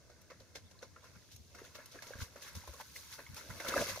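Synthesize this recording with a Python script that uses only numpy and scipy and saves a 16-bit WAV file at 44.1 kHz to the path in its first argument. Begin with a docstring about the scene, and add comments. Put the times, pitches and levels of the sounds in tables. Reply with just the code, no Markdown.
"""A water buffalo drags a cart through deep mud into a shallow pool, coming closer, to a loud splash.
Each hoof squelches: gulping air pockets, smacking mud and a fizz of spray, all clouds of tiny bubbles.
Single cavities plop, flung mud slaps down and the soft ground thuds under the weight.
Stirred water sloshes and drips between the steps; a far bird chirps over the quiet of open fields."""
import sys
import numpy as np
from scipy import signal
from scipy.fft import rfft, irfft, next_fast_len
from scipy.io import wavfile
from scipy.ndimage import uniform_filter1d

SR = 44100
rng = np.random.default_rng(int(sys.argv[2]) if len(sys.argv) > 2 else 0)


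def dump_mix(stems):
    """Bounce the given channels to the path in sys.argv[1] as a 16-bit WAV at rate SR."""
    frames = np.atleast_2d(stems).T  # one column per channel
    limited = np.clip(frames, -1, 1)  # hard clip at full scale
    pcm = np.round(limited * 32767).astype(np.int16)
    wavfile.write(sys.argv[1], SR, pcm)


N = 176400
T = np.arange(N) / SR

# tone colour of the spray hiss, with the microphone's colouring: frequency_hz, level_db
SPRAY_EQ = [(1200, -16.5), (2400, -4.5), (3100, -10.5), (4000, -6), (4800, -5), (6300, -1), (6900, -5),
            (7400, -12), (9000, -9), (11000, -5.5), (15000, -7.5)]
# stereo image of the wet sounds, widest in the treble: frequency_hz, correlation (0-1)
MUD_IMAGE = [(60, 0.45), (500, 0.89), (1100, 0.75), (2000, 0.34), (4000, 0.13), (9000, 0.05)]


def amp(db):
    """Decibels to gain."""
    return 10 ** (np.asarray(db) / 20)


def unit(x):
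    """Scale to rms 1."""
    return x / np.sqrt(np.mean(x ** 2) + 1e-20)


def curve_at(points, hz):
    """Read a curve of (frequency_hz, value) points along a log frequency axis."""
    points_hz, values = np.transpose(points)
    return np.interp(np.log(hz + 1), np.log(points_hz + 1), values)


def filtered(x, response):
    """Filter x by a gain given as a function of frequency."""
    size = next_fast_len(N + 8192)
    return irfft(rfft(x, size) * response(np.fft.rfftfreq(size, 1 / SR)), size)[..., :N]


def spread(pair, eq, image):
    """Turn two unrelated signals into stereo of rms 1 with the given tone colour and image."""
    def mid_side_gains(hz):
        angle = np.arccos(np.clip(curve_at(image, hz), -1, 1)) / 2
        return amp(curve_at(eq, hz)) * np.array([np.cos(angle), np.sin(angle)])
    mid, side = filtered(pair, mid_side_gains)
    return unit(np.array([mid + side, mid - side]))


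def burst(peak_s, rise_s, decay_s):
    """An envelope that swells to a peak and falls away, both exponentially."""
    exponent = np.where(T < peak_s, (T - peak_s) / rise_s, (peak_s - T) / decay_s)
    return np.exp(exponent.clip(-40, 0))


def field_air():
    """The quiet of open fields: a wide bed of low rumble and faint hiss."""
    # tone colour of the background air, with the microphone's colouring: frequency_hz, level_db
    air_eq = [(20, -46), (45, -18), (65, 6.5), (95, 5.5), (160, -3.5), (330, -9.5), (540, -14), (780, -20),
              (1400, -25.5), (2500, -26), (3100, -33), (4200, -22.5), (6300, -17), (7600, -26.5),
              (10000, -27), (15000, -34)]
    # stereo image of the air: frequency_hz, correlation (0-1)
    air_image = [(40, 0.13), (150, 0.29), (500, 0.52), (2000, 0.085), (8000, 0.072)]
    return amp(-63) * spread(rng.standard_normal((2, N)), air_eq, air_image)


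def far_bird():
    """Thin chirps that arch in pitch, blurred by the trees they pass through."""
    # bird calls: centre_s, top_pitch_hz, level_db
    chirps = [(.663, 3600, -72), (1.03, 3550, -75)]
    half_length_s, arch_hz, blur_hz = 0.027, 390, 130
    blur = unit(filtered(rng.standard_normal((2, 2, N)), lambda hz: np.exp(-(hz / blur_hz) ** 2)))
    out = np.zeros((2, N))
    for centre_s, top_hz, db in chirps:
        offset = np.clip((T - centre_s) / half_length_s, -4, 4)
        phase = 2 * np.pi * np.cumsum(top_hz - arch_hz * offset ** 2) / SR
        out += amp(db) * np.exp(-offset ** 2) * (blur[0] * np.sin(phase) + blur[1] * np.cos(phase))
    return out


def cart_and_bank_echo(x):
    """A short, weak scatter from the cart and the banks that changes as the hooves move."""
    level_db, t60_s, predelay_s = -9.5, 0.1, 0.003
    width, mono_below_hz = 0.45, 1800
    t = np.arange(SR // 5) / SR
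    hop = N // 20
    out = np.zeros((2, N + SR))
    for start in range(-hop, N, hop):  # each overlapping slice gets its own tail
        tail = rng.standard_normal((2, len(t))) * amp(-60 * t / t60_s) * (t > predelay_s)
        at = np.arange(max(start, 0), min(start + 2 * hop, N))
        piece = x[at] * np.sin(np.pi * (at - start) / (2 * hop))
        echo = signal.fftconvolve(piece[None], tail / np.linalg.norm(tail[0]), axes=1)
        out[:, at[0]:at[0] + echo.shape[1]] += echo
    mid, side = out[:, :N]
    side = width * filtered(side, lambda hz: hz ** 2 / (hz ** 2 + mono_below_hz ** 2))
    return amp(level_db) * np.array([mid + side, mid - side])


def ground_thuds():
    """The soft ground gives a few slow swings under each push, with a rough rumble."""
    # weight landing on soft ground: peak_s, pitch_hz, half_length_s, level_db
    thuds = [(.648, 89, 0.022, -53), (1.166, 89, 0.028, -54.5), (1.355, 100, 0.0085, -50.5),
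             (1.404, 83, 0.018, -55), (2.16, 101, 0.009, -45.5), (2.194, 85.5, 0.0081, -41.5),
             (2.226, 84.6, 0.0088, -35.5), (2.573, 80, 0.02, -42), (2.7, 68, 0.022, -48.5),
             (3.302, 89, 0.0093, -45.5), (3.334, 85, 0.018, -48), (3.507, 116, 0.013, -43.5),
             (3.551, 91, 0.038, -48), (3.807, 94.5, 0.055, -53), (3.921, 101, 0.033, -46)]
    # tone colour of the rumble: frequency_hz, level_db
    rumble_eq = [(20, -15), (55, 1.5), (90, 0.5), (150, -4.5), (240, -6.5), (400, -42)]
    rumble_db, swing_left_right_db = -9, [[-1], [-3]]
    swing, weight = np.zeros(N), np.zeros(N)
    for peak_s, hz, half_length_s, db in thuds:
        envelope = amp(db) * np.exp(-np.minimum(np.abs((T - peak_s) / half_length_s) ** 1.8, 40))
        swing += envelope * np.cos(2 * np.pi * hz * (T - peak_s))
        weight += envelope
    mid, side = weight * spread(rng.standard_normal((2, N)), rumble_eq, image=[(100, 0)])
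    return amp(swing_left_right_db) * swing + amp(rumble_db) * np.array([mid + side, mid - side])


def mud_slaps():
    """Gobs of flung mud land with a brief, bright snap."""
    # gobs landing: peak_s, level_db
    slaps = [(.2164, -56.5), (1.3626, -50.5), (1.8594, -47), (2.5521, -49.5), (2.738, -52), (2.9614, -54),
             (3.345, -46), (3.6855, -37), (3.84, -43)]
    envelope = sum(amp(db) * burst(peak_s, rise_s=0.001, decay_s=0.005) for peak_s, db in slaps)
    return envelope * spread(rng.standard_normal((2, N)), SPRAY_EQ, MUD_IMAGE)


def pocket_plops():
    """An air pocket tears open with a splat and rings for a few cycles while its pitch rises."""
    # single air pockets bursting: start_s, pitch_hz, level_db
    plops = [(.315, 540, -47.5), (.789, 4170, -53), (.826, 517, -44), (.826, 1470, -47.5),
             (.962, 1323, -48), (1.547, 1420, -52), (1.588, 1600, -50), (1.616, 414, -43.5),
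             (1.786, 560, -47.5), (1.956, 416, -51), (1.988, 1650, -44), (2.106, 541, -38.5),
             (2.358, 553, -44), (2.637, 920, -49), (2.676, 990, -41.5), (2.689, 550, -54),
             (2.740, 1050, -50), (2.799, 890, -45), (2.808, 953, -44.5), (2.96, 2043, -43),
             (3.189, 560, -45), (3.19, 940, -47), (3.264, 2140, -47), (3.503, 1410, -44.5),
             (3.6, 2100, -39.5), (3.647, 1440, -37), (3.662, 1320, -36.5), (3.706, 1570, -38),
             (3.72, 2180, -40), (3.7603, 533, -27.5), (3.764, 590, -30), (3.777, 1595, -27),
             (3.81, 284, -37), (3.821, 592, -25), (3.865, 427, -40), (3.974, 605, -38)]
    swell_s, glide, splat_db = 0.0018, 0.058, -13
    t = np.arange(SR // 16) / SR
    out = np.zeros(N + SR)
    for start_s, hz, db in plops:
        decay_s = 0.0035 * (600 / hz) ** 0.15  # smaller pockets die sooner
        envelope = (1 - np.exp(-(t / swell_s) ** 2)) * np.exp(-t / decay_s)
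        pitch_hz = hz * (1 + glide * np.tanh(t / decay_s - 1))
        ring = np.sin(2 * np.pi * np.cumsum(pitch_hz) / SR)
        octave_band = signal.butter(2, [hz / np.sqrt(2), hz * np.sqrt(2)], "band", fs=SR)
        splat = amp(splat_db) * unit(signal.lfilter(*octave_band, rng.standard_normal(len(t))))
        out[round(start_s * SR):][:len(t)] += amp(db) * envelope / envelope.max() * (ring + splat)
    return out[:N]


def bubbles(eq, low_hz, high_hz, decay_cycles, scatter_db, count, grain_samples):
    """A stereo cloud of tiny bubbles at random times and pitches, each rising as it rings out."""
    when, pitch, strength, angle = rng.random((count, 4)).T[:, :, None]
    cycles = low_hz * (high_hz / low_hz) ** pitch * np.arange(grain_samples) / SR
    age = cycles / decay_cycles
    gain = amp(scatter_db * np.minimum(-np.log(1 - strength), 4))
    envelope = gain * np.exp(-age) * (1 - np.exp(-2 * cycles))
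    rings = envelope * np.sin(2 * np.pi * cycles * (1 + 0.038 * np.minimum(age, 2)))
    at = ((when * N).astype(int) + np.arange(grain_samples)).ravel()
    pair = [np.bincount(at, (rings * pan(2 * np.pi * angle)).ravel(), N)[:N] for pan in (np.cos, np.sin)]
    return spread(unit(np.array(pair)), eq, MUD_IMAGE)


def levelled(cloud):
    """Take the slow swells out of a bubble cloud and keep its grain."""
    power = uniform_filter1d(np.mean(cloud ** 2, 0), size=600)
    return cloud / np.sqrt(np.abs(power) + 1e-3)


def approach(x):
    """The splashes brighten as the buffalo comes closer."""
    # high-shelf automation: time_s, gain_db
    treble_ride = [(0, -10.5), (1.3, -2), (2.3, 0.5), (2.9, 4), (3.6, 1.5)]
    shelf_hz = 8000
    treble = filtered(x, lambda hz: 1 - 1 / (1 + (hz / shelf_hz) ** 6))
    return x + treble * (amp(np.interp(T, *np.transpose(treble_ride))) - 1)


def hoof_squelches():
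    """Hooves and stirred water drive three sizes of bubble (gulp, smack, spray) and loose drips."""
    # squelches and splashes: peak_s, rise_s, decay_s, gulp_db, smack_db, spray_db
    squelches = [ (0.1, 0.0025, 0.021, -59.5, -65.5, -63.5), (0.302, 0.0011, 0.023, -59.5, -53, -57),
                 (0.402, 0.002, 0.017, -56, -66, -58.5), (0.557, 0.0041, 0.015, -52, -50, -44.5),
                 (.715, 0.0031, 0.007, -61, -62.5, -57), (0.829, 0.0073, 0.017, -54, -55.5, -53),
                 (0.963, 0.0016, 0.025, -62.5, -62.5, -84), (1.042, 0.014, 0.059, -66, -61, -62.5),
                 (1.159, 0.0087, 0.016, -73, -60.5, -66), (1.319, 0.007, 0.033, -89, -74, -55.5),
                 (1.549, 0.0012, 0.016, -54, -57.5, -55), (1.589, 0.01, 0.025, -61.5, -56, -58.5),
                 (1.65, 0.011, 0.027, -60, -59.5, -56), (1.753, 0.0037, 0.015, -57, -52.5, -48.5),
                 (1.795, 0.02, 0.039, -63.5, -55.5, -66), (1.918, 0.0023, 0.025, -70, -80, -54.5),
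                 (1.955, 0.013, 0.02, -53.5, -56.5, -61), (2.023, 0.0011, 0.016, -57, -49, -48.5),
                 (2.07, 0.0071, 0.035, -59.5, -60, -53), (2.156, 0.011, 0.022, -57.5, -59.5, -76),
                 (2.221, 0.021, 0.023, -61.5, -49.5, -45.5), (2.362, .004, 0.023, -57, -55.5, -60),
                 (2.424, 0.0067, 0.026, -65, -60, -48.5), (2.489, 0.046, 0.014, -82, -54, -53),
                 (2.553, 0.0025, 0.036, -62, -60, -50), (2.675, 0.0012, 0.019, -54.5, -57, -54.5),
                 (2.737, 0.0005, 0.016, -54.5, -65, -58), (2.813, 0.017, 0.0058, -55, -50, -50),
                 (2.96, 0.0078, 0.041, -64, -61.5, -49.5), (3.135, 0.022, 0.021, -88, -55, -48.5),
                 (3.191, 0.0059, 0.02, -53.5, -49.5, -59), (3.369, 0.0076, 0.038, -62, -51.5, -48),
                 (3.502, 0.0011, 0.013, -73, -46, -53.5), (3.602, 0.0014, 0.015, -46.5, -43.5, -47),
                 (3.647, .0005, 0.021, -43.5, -47.5, -50), (3.689, 0.0081, 0.0092, -42, -52, -36),
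                 (3.722, 0.004, 0.039, -45, -52, -56), (3.767, 0.003, 0.033, -40, -36.5, -46.5),
                 (3.815, 0.015, 0.0042, -34, -42, -42), (3.898, 0.019, 0.02, -46.5, -44, -40),
                 (3.961, 0.0038, 0.011, -54.5, -46.5, -47)]
    # stirred water between the steps: time_s, gulp_db, smack_db, spray_db
    slosh_ride = [(0, -73, -74, -72), (.9, -80, -74.5, -71.5), (1.25, -79, -76.5, -66.5),
                  (1.45, -92, -85, -68.5), (1.53, -69, -70, -67), (1.65, -70.5, -70.5, -65.5),
                  (1.9, -84, -68.5, -64), (2.13, -66.5, -62.5, -59.5), (2.3, -69.5, -70, -65.5),
                  (2.55, -69.5, -61.5, -60.5), (2.9, -84, -69.5, -60.5), (3.05, -96, -65.5, -58),
                  (3.302, -80, -66, -63), (3.45, -61, -63, -58.5), (3.61, -59.5, -57, -53.5),
                  (3.7, -49, -43.5, -49), (3.81, -40.5, -49, -41.5), (3.94, -93, -50, -50.5),
                  (4, -58, -63, -50.5)]
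    # tone colour of gulping air pockets: frequency_hz, level_db
    gulp_eq = [(80, 3), (200, -16.5), (400, -9), (500, 2), (640, 2), (780, -9), (1100, -64)]
    # tone colour of smacking mud and drips: frequency_hz, level_db
    smack_eq = [(400, -48), (780, -18), (950, -3.5), (1200, -5), (1600, 2), (1870, -2.5), (2170, 3.5),
                (2400, -8.5), (2620, 2), (2950, -16), (5000, -58)]
    fizz_db, mist_db, drip_db = -4, -6.5, -3.5
    times_s, *slosh_db = np.transpose(slosh_ride)
    slosh = amp([np.interp(T, times_s, layer_db) for layer_db in slosh_db])
    powers = slosh ** 2
    for peak_s, rise_s, decay_s, *layers_db in squelches:
        powers += (amp(layers_db)[:, None] * burst(peak_s, rise_s, decay_s)) ** 2
    gulp = bubbles(gulp_eq, 185.8, 828, decay_cycles=1.27, scatter_db=0, count=3000, grain_samples=1000)
    smack = bubbles(smack_eq, 722, 3156, decay_cycles=4.16, scatter_db=0, count=6000, grain_samples=450)
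    crackle = bubbles(SPRAY_EQ, 2656, 13800, decay_cycles=1.8, scatter_db=2, count=14000,
                      grain_samples=64)
    fizz = bubbles(SPRAY_EQ, 3000, 14500, decay_cycles=6, scatter_db=2.5, count=12000, grain_samples=200)
    mist = spread(rng.standard_normal((2, N)), SPRAY_EQ, MUD_IMAGE)
    spray = unit(crackle + amp(fizz_db) * fizz + amp(mist_db) * mist)
    body = sum(np.sqrt(power) * levelled(cloud) for power, cloud in zip(powers, (gulp, smack, spray)))
    drips = bubbles(smack_eq, 785, 2104, decay_cycles=3.9, scatter_db=5.5, count=200, grain_samples=1000)
    return body + amp(drip_db) * slosh[1] * drips  # drips ride the smack layer of the slosh


def scene():
    """The wading buffalo, a touch to the left, in open country."""
    left_lead_s = 0.00003
    wading = approach(hoof_squelches()) + pocket_plops() + mud_slaps()
    wading += cart_and_bank_echo(wading.mean(0))
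    wading = filtered(wading, lambda hz: np.exp(1j * np.pi * hz * left_lead_s * np.array([[1], [-1]])))
    return wading + ground_thuds() + far_bird() + field_air()


def record(dry):
    """A brick-wall low-pass trims the very top of the mix."""
    return filtered(dry, lambda hz: hz < 15600)


dry = scene()
out = record(dry)
dump_mix(out)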